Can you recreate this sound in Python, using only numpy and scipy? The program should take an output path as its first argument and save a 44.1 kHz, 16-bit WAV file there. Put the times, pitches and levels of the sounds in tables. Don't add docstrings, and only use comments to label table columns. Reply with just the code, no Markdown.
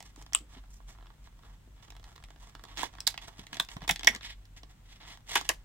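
import sys
import numpy as np
from scipy import signal
from scipy.fft import rfft, irfft
from scipy.io import wavfile
from scipy.ndimage import uniform_filter1d

SR = 44100
rng = np.random.default_rng(int(sys.argv[2]) if len(sys.argv) > 2 else 0)


def inscribe(sig):
    pcm = np.round(np.clip(np.atleast_2d(sig).T, -1, 1) * 32767)
    wavfile.write(sys.argv[1], SR, pcm.astype(np.int16))


N = 248724
T = np.arange(N) / SR
RING, LEAD = 8192, 128


def amp(db):
    return 10 ** (np.asarray(db) / 20)


def unit(x):
    return x / np.sqrt(np.mean(x ** 2))


def sized(x, db):
    energy = np.mean(np.sum(x ** 2, axis=-1))
    return x * amp(db) * np.sqrt(.005 * SR / energy)


def response(points):
    hz, db = np.transpose(points)
    grid = np.fft.rfftfreq(RING, 1 / SR) + 1
    gain_db = np.interp(np.log(grid), np.log(hz), db)
    cepstrum = irfft(np.log(amp(gain_db)))
    cepstrum[1:RING // 2] *= 2
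    cepstrum[RING // 2 + 1:] = 0
    return irfft(np.exp(rfft(cepstrum)))[:RING // 2]


def through(x, ir):
    return signal.fftconvolve(x, np.atleast_2d(ir), axes=-1)[:, :x.shape[-1]]


def resonate(x, hz, q):
    b, a = signal.iirpeak(hz, q, fs=SR)
    once = signal.lfilter(b, a, x)
    return signal.lfilter(b, a, once)


def pair(count, apart):
    shared, own = rng.standard_normal((2, count))
    return (shared + apart * np.array([own, -own])) / np.sqrt(1 + apart ** 2)


def fade(t60):
    return np.exp(-np.log(1000) * np.arange(RING) / SR / t60)


def walk(rate):
    k = int(SR / rate)
    steps = np.repeat(rng.standard_normal(N // k + 1), k)
    return unit(uniform_filter1d(steps, k)[:N])


def add(out, s, x, pan_db=0):
    i = max(int(s * SR) - LEAD, 0)
    panned = x * amp(np.array([[pan_db], [-pan_db]]) / 2)
    out[:, i:i + RING] += panned[:, :N - i]


def from_right(x, count):
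    return np.array([np.pad(x[0], (count, 0))[:N], x[1]])


# time in seconds, level in dB.
DRONE_LEVEL = [(0.0, -62), (0.08, -57), (0.69, -50), (1.9, -57.5), (1.98, -51), (3.68, -59.5),
               (3.86, -48.5), (5.2, -59), (5.58, -49.5), (5.64, -53.5)]
# pitch in Hz, level in dB.
HUM_LINES = [(98.5, -66), (120, -76.5), (146, -71)]
# frequency in Hz, relative gain in dB.
AIR_COLOUR = [(20, -6), (32, -1.5), (52, 5), (75, -5), (130, -5.5), (220, -11.5), (400, -23), (900, -25.5),
              (1500, -27.5), (3300, -31), (5000, -36), (8000, -34), (10000, -41.5), (15500, -39.5)]


def background(drone_hz=44, air_db=-59.5):
    drone = unit(resonate(rng.standard_normal(N), drone_hz, q=4.1))
    drone /= np.sqrt(uniform_filter1d(drone ** 2, SR // 4))
    drone *= amp(np.interp(T, *np.transpose(DRONE_LEVEL)))
    hum = 0
    for hz, db in HUM_LINES:
        tone = np.sin(2 * np.pi * hz * T + 0.67 * walk(5.0))
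        hum = hum + amp(db) * unit(tone * amp(2 * walk(5.2)))
    mid, side = through(rng.standard_normal((2, N)), response(AIR_COLOUR))
    side = signal.sosfilt(signal.butter(1, 450, "high", fs=SR, output="sos"), side)
    air = unit(mid + np.array([side, -side]))
    return drone + hum + amp(air_db) * air


# start in seconds, level in dB, pitch in Hz, t60 in seconds.
PACK_BUMPS = [(0.176, -50, 293, 0.055), (.405, -48, 300, 0.17), (.565, -47, 260, 0.092),
              (1.675, -48.5, 226, 0.058), (2.831, -45, 194, 0.021), (3.39, -42, 175, 0.085),
              (3.521, -44.5, 208, 0.12), (3.603, -41.5, 162, 0.056), (3.765, -34, 171.2, 0.015),
              (3.821, -37.5, 152, 0.061), (3.896, -38.5, 85.6, 0.08), (3.904, -33.5, 172, 0.11),
              (4.041, -45, 222, 0.13), (4.077, -40, 365, 0.025), (4.096, -39.5, 239, 0.19),
              (4.151, -44, 217, 0.1), (5.358, -36.5, 378, 0.048), (5.496, -39.5, 335, 0.087)]


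def bumps():
    out = np.zeros((2, N))
    for s, db, hz, t60 in PACK_BUMPS:
        tone = np.sin(2 * np.pi * hz * np.arange(RING) / SR)
        ring = tone * fade(t60) * (1 - fade(0.012))
        scuff = resonate(pair(RING, apart=0.23) * fade(t60), hz, q=1)
        bump = sized(ring, db - 4) + sized(scuff, db - 5.5)
        add(out, s, np.roll(bump, LEAD, axis=1))
    return out


# frequency in Hz, relative gain in dB.
LOW_COLOUR = [(100, -8), (250, -6), (500, -9.5), (850, 1), (1300, -3.5), (1800, -12), (3500, -48)]
MID_COLOUR = [(900, -33.5), (1500, -7.5), (1950, 6.5), (2600, 2), (3400, 7.5), (4400, 0), (5500, -6),
              (8000, -41.5)]
HIGH_COLOUR = [(3500, -32.5), (5200, 1), (6200, 3), (8200, 0.5), (9800, -11), (15500, -12)]


def card_ranges():
    return [response(colour) for colour in (LOW_COLOUR, MID_COLOUR, HIGH_COLOUR)]


# time in seconds, left minus right in dB.
WORK_PLACE = [(0, -3.5), (2.6, -4), (2.8, -4.5), (3.2, -4), (3.6, -1.5), (5.64, -2)]


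def place(s):
    return np.interp(s, *np.transpose(WORK_PLACE))


def grains(per_s, spread_db):
    sizes = amp(spread_db * np.minimum(rng.exponential(size=N), 3.5))
    signs = np.sign(rng.standard_normal(N))
    sides = 1 + .5 * rng.standard_normal((2, N))
    return unit(signs * sides * sizes * (rng.random(N) < per_s / SR))


def stroke(start, length, attack_share=0.46, release_s=.015):
    attack = np.clip((T - start) / (attack_share * length), 0, 1)
    return attack * np.exp(-np.clip((T - start - length) / release_s, 0, 20))


HOLD_DB, HOLD_LOW_DB, HOLD_HIGH_DB, HOLD_GRIT_DB = -77.5, 1.5, -5.5, 5.5
PEEL_S, PEEL_WIDTH_S, PEEL_RISE_DB = 3.2, 0.64, 12
# start in seconds,
# length in seconds, level in dB before the trim in rubbing(), low band in dB, high band in dB
# (both against the middle band), grit against hiss in dB.
RUB_STROKES = [(.03, 0.064, -61.5, -5, -1, 0), (0.159, 0.046, -61.5, 1.5, -0.5, -3.5),
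               (0.482, 0.062, -59, -1.5, -2, -9.5), (0.529, 0.049, -56, -1.5, -11, 2.5),
               (0.688, 0.085, -80.5, -9.5, 16.5, -1), (0.864, 0.053, -60.5, 0, 1, -4.5),
               (1.224, 0.043, -62.5, -7, -2, 1), (1.38, .16, -68.5, 4.5, -6, -4),
               (1.761, 0.042, -67.5, 2, -14, -2), (1.821, 0.014, -55, -1.5, -2, -5),
               (2.04, 0.091, -63.5, 3, -2.5, 12), (2.37, .12, -63.5, 0.5, -0.5, 3),
               (2.662, 0.062, -56.5, -0.5, -10, 0), (2.749, 0.1, -43, -6.5, -5.5, 8),
               (3.202, 0.043, -53.5, -5.5, -6, -2), (3.268, 0.015, -56.5, 4, -0.5, 1.5),
               (3.366, 0.041, -53.5, -4, -4.5, 10), (3.523, 0.033, -48, -2.5, -5, 4),
               (3.687, 0.058, -53, -1.5, 1.5, 1.5), (3.808, 0.032, -53, 2.5, -12, 4),
               (4.106, 0.058, -53, 4, -7, 1.5), (4.208, 0.099, -45.5, -14.5, -10.5, -2),
               (4.56, 0.016, -55, -10, -4, 5), (4.688, 0.027, -65, -0.5, -1.5, -1),
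               (4.832, .13, -59, -9.5, -6.5, -7), (4.998, 0.038, -50, -4.5, -14, 1),
               (5.051, 0.091, -52.5, -6.5, -6, -1), (5.26, 0.13, -42, -8.5, -2.5, -1.5),
               (5.365, 0.032, -37.5, -12.5, -8.5, 2), (5.412, 0.061, -55.5, -8, -3, 6)]


def rubbing(card, catch_db=3.5, trim_db=-1.5):
    grit = unit(grains(per_s=1300, spread_db=3.6) + .8 * grains(per_s=150, spread_db=2.5))
    hiss = pair(N, apart=0.35)
    catch = amp(catch_db * walk(90))
    holding = amp(HOLD_DB + PEEL_RISE_DB * np.exp(-((T - PEEL_S) / PEEL_WIDTH_S) ** 2))
    moves = [(holding, HOLD_LOW_DB, HOLD_HIGH_DB, HOLD_GRIT_DB)]
    for start, length, db, *colour in RUB_STROKES:
        moves.append((amp(db) * stroke(start, length), *colour))
    speed, low_db, high_db, grit_db = (np.array(column) for column in zip(*moves))
    power = speed ** 2
    gritty = amp(grit_db) ** 2 / (1 + amp(grit_db) ** 2)
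    out = 0
    for drag, share in ((grit, gritty), (hiss, 1 - gritty)):
        for ir, db in zip(card, (low_db, 0, high_db)):
            level = np.sqrt((share * amp(db) ** 2) @ power)
            out = out + unit(through(drag * catch, ir)) * level
    place_db = place(T)
    return out * amp(np.array([place_db, -place_db]) / 2 + trim_db)


def slip(length, jolt, apart, build=.0003, travel=.0008):
    t = (np.arange(RING) - LEAD) / SR
    swell = np.exp(np.minimum(t / build, -np.log(1000) * t / (2 * length)))
    push = unit(pair(RING, apart) * swell) / np.sqrt(RING)
    push[:, LEAD] += jolt
    hz = np.fft.rfftfreq(RING, 1 / SR)
    phase = 4 * np.pi * travel * (np.sqrt(1000 * hz) - hz / 4)
    return irfft(rfft(push) * np.exp(-1j * phase))


# start in seconds,
# end in seconds, typical slips per second, typical level in dB, low band in dB, high band in dB.
SEAM_CREAKS = [(0.931, 1.06, 71, -69, 7.5, -16.5), (1.839, 2.4, 35.2, -63, 3.5, -7),
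               (2.761, 2.83, 120, -48, -2, -7), (2.903, 2.97, 48, -61, 3, -6),
               (3.795, 3.845, 110, -56, -2, -9.5), (4.247, 4.326, 150, -59, -10.5, -16),
               (5.012, 5.16, 95, -61.5, -2, -7)]


def creak_slips(gap_spread=0.33, spread_db=2.5):
    rows = []
    for start, end, per_s, db, low_db, high_db in SEAM_CREAKS:
        gap, size = rng.standard_normal((40, 2)).T
        times = start + np.cumsum(np.exp(gap_spread * gap)) / per_s
        for s, k in zip(times, size):
            if s < end:
                rows.append((s, db + spread_db * k, low_db, high_db))
    return rows


# start in seconds, level in dB,
# low band in dB, high band in dB (both against the middle band).
CREASE_TICKS = [(.005, -49.5, 0.5, -1), (.0265, -54.5, -1.5, 2), (.1611, -59.5, 2, 4), (.2246, -59.5, 1, 7),
                (.2639, -54.5, -2, -4.5), (.324, -55, 2, -18), (.3335, -39, -11, 5.5), (.638, -69, 9.5, -8),
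                (.803, -73.5, 18, -9), (1.0689, -59.5, -0.5, -20), (1.1032, -65, 11.5, -15),
                (1.2733, -61, 5.5, -18), (1.4345, -63.5, 6.5, -20), (1.904, -52, -7, -1),
                (1.966, -56.5, -0.5, -6), (2.0416, -55, -3, -3.5), (2.161, -54.5, -2, -2.5),
                (2.239, -51.5, -5.5, -5.5), (2.2482, -62, -5.5, -3.5), (2.3053, -57.5, 2.5, -2.5),
                (2.5515, -50.5, 4, -7.5), (2.5946, -59, 6.5, -11), (2.6386, -51, 2, -0.5),
                (2.6518, -56, 5.5, -2.5), (2.7791, -41, -9, -3), (2.7875, -42, -2.5, -9),
                (2.8057, -43, -8, -5), (2.9848, -53, 5, -14), (3.1423, -45, -2, -15),
                (3.1775, -37, -8.5, -10), (3.468, -48.5, -11, -5), (3.5305, -41, -7, -7),
                (3.5439, -43.5, -24, -2), (3.5696, -41, -6.5, -6), (3.688, -43.5, -8.5, -11),
                (3.7158, -46.5, -18, -11.5), (3.7673, -48, 6.5, -8), (3.8783, -37.5, -1.5, -1),
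                (3.96, -37, -14, -6), (3.9943, -38.5, -12, -7), (4.0095, -49, 0, -5.5),
                (4.033, -36.5, -10, -7), (4.0461, -37.5, -5, 0), (4.1493, -37, -20, -4),
                (4.1613, -43.5, -7, -3), (4.2099, -48, -6, -19), (4.4541, -61.5, -18, -2),
                (4.5656, -57, -7.5, -11), (4.6331, -52.5, 1, -5.5), (5.1735, -57.5, 1.5, -3),
                (5.4116, -43.5, 4, 2)]


def ticks(card):
    out = np.zeros((2, N))
    low, mid, high = card
    for s, db, low_db, high_db in list(CREASE_TICKS) + creak_slips():
        push = slip(length=.007, jolt=0.55, apart=.45, build=.0006, travel=.0012)
        left = np.roll(push[0], rng.integers(-3, 9))
        push = np.array([left, push[1]])
        x = sized(through(push, low), low_db)
        x = x + sized(through(push, mid), 0)
        x = x + sized(through(push, high), high_db)
        add(out, s, x * amp(db), place(s))
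    return out


def settle(per_s=160, t60=0.13):
    clicks = pair(RING, apart=0.43) * (rng.random(RING) < per_s / SR) * fade(t60)
    return np.roll(clicks, LEAD, axis=1)


# frequency in Hz, relative gain in dB.
CRACK_COLOUR = [(300, -19.5), (1000, -7.5), (2500, 4.5), (5000, 9), (8500, 4), (10200, 0.5), (15500, -3.5)]
THUD_COLOUR = [(80, -26.5), (160, -17.5), (380, -5), (650, 2.5), (1200, -6), (3000, -94)]
# start in seconds, level in dB, slip length in seconds,
# thud in dB, crack in dB, three panel resonances as Hz and dB, left minus right in dB.
SHELL_SNAPS = [ (.3490, -16.5, 0.0021, -26, -19.5, 1250, -15, 3170, -8, 7800, 0, 2.5),
               (2.8315, -27, 0.0044, -10.5, -10.5, 931, -2, 1600, -10, 3520, -15.5, -10),
               (3.0047, -41.5, 0.0072, -25, 1.5, 4150, -19, 5230, 2.5, 7900, -5, -1),
               (3.0693, -23, 0.0065, -40, -12, 2100, -34, 3980, -12, 4970, -10, -20.5),
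               (3.0747, -25.5, 0.0036, -33, 2.5, 2140, -15, 4120, -22, 5800, -19, 3.5),
               (3.0768, -19.5, 0.0025, -28, -6, 956, -20, 4350, -9.5, 6900, -10, -6.5),
               (3.5992, -18, 0.0089, -22.5, -9, 1150, -12, 1580, -8, 3600, -4, -3.5),
               (3.8804, -36.5, 0.012, -12.5, -1, 900, -9, 2400, -2.5, 3770, -5, -2.5),
               (3.8930, -16.5, 0.014, -27, -8.5, 880, -12, 2250, -6, 3400, -7, -1.5),
               (3.897, -21.5, 0.0061, -29.5, -19, 742, -8, 2000, -1, 2550, -3, -6.5),
               (3.9107, -27.5, 0.0079, -26, 3, 2302, -6.5, 3606, -5.5, 7230, -9, -1.5),
               (4.0727, -12, 0.0085, -19, -7.5, 1936, -6.5, 3170, -6.5, 5546, -5, 0),
               (4.076, -14.5, 0.0045, -22, -18.5, 920, -12, 1997, 3.5, 3127, -2, -4.5),
               (5.3558, -21, 0.014, -13, -1, 1060, -3.5, 2150, -2, 3280, -4, -2),
               (5.3601, -25, 0.03, -32, -29, 915, -1.5, 1580, 1.5, 2620, 0, -1),
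               (5.4914, -22, 0.0071, -21, 1.5, 1880, -24, 2950, -6, 5900, -45, 1.5),
               (5.4949, -27, 0.035, -12.5, -8, 588, -5.5, 1090, -3.5, 1800, 1.5, -1.5)]


def snaps():
    shell, rings = np.zeros((2, 2, N))
    crack, thud = response(CRACK_COLOUR), response(THUD_COLOUR)
    crinkle = response(MID_COLOUR) + 3.7 * crack
    for s, db, length, thud_db, crack_db, *panels, pan_db in SHELL_SNAPS:
        push = slip(length, jolt=.35, apart=.6, build=.09 * length, travel=.0007)
        blow = sized(through(push, crack), db + crack_db) + sized(through(push, thud), db + thud_db)
        add(shell, s, blow, pan_db)
        add(shell, s, sized(through(settle(), crinkle), db - 20), pan_db)
        for hz, panel_db in zip(panels[::2], panels[1::2]):
            ring = resonate(push, hz, q=2.5 + hz / 2200)
            add(rings, s, sized(ring, db + panel_db), pan_db)
    return shell, rings


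# frequency in Hz, gain in dB.
ECHO_COLOUR = [(100, 2), (300, 11), (900, 3.5), (3500, 3.5), (8000, -0.5), (15000, -2)]


def room(near_db=-11, near_t60=0.074, far_db=-16.5, far_t60=0.16):
    near = pair(RING, apart=.7) * fade(near_t60) * (1 - fade(.01))
    far = pair(RING, apart=0.7) * fade(far_t60) * (1 - fade(0.02))
    echoes = (amp(near_db) * unit(near) + amp(far_db) * unit(far)) / np.sqrt(RING)
    return through(echoes, response(ECHO_COLOUR))


def scene():
    card = card_ranges()
    bed = background() + from_right(bumps(), count=6)
    handling = from_right(rubbing(card), count=4) + ticks(card)
    shell, rings = snaps()
    echoes = through(handling + shell + amp(-3.0) * rings, room())
    return handling + from_right(shell + rings, count=1) + echoes + bed


def record(dry, ceiling=.9, top_hz=15900):
    rounded = ceiling * np.tanh(dry / ceiling)
    return signal.sosfilt(signal.ellip(10, .2, 70, top_hz, fs=SR, output="sos"), rounded)


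dry = scene()
out = record(dry)
inscribe(out)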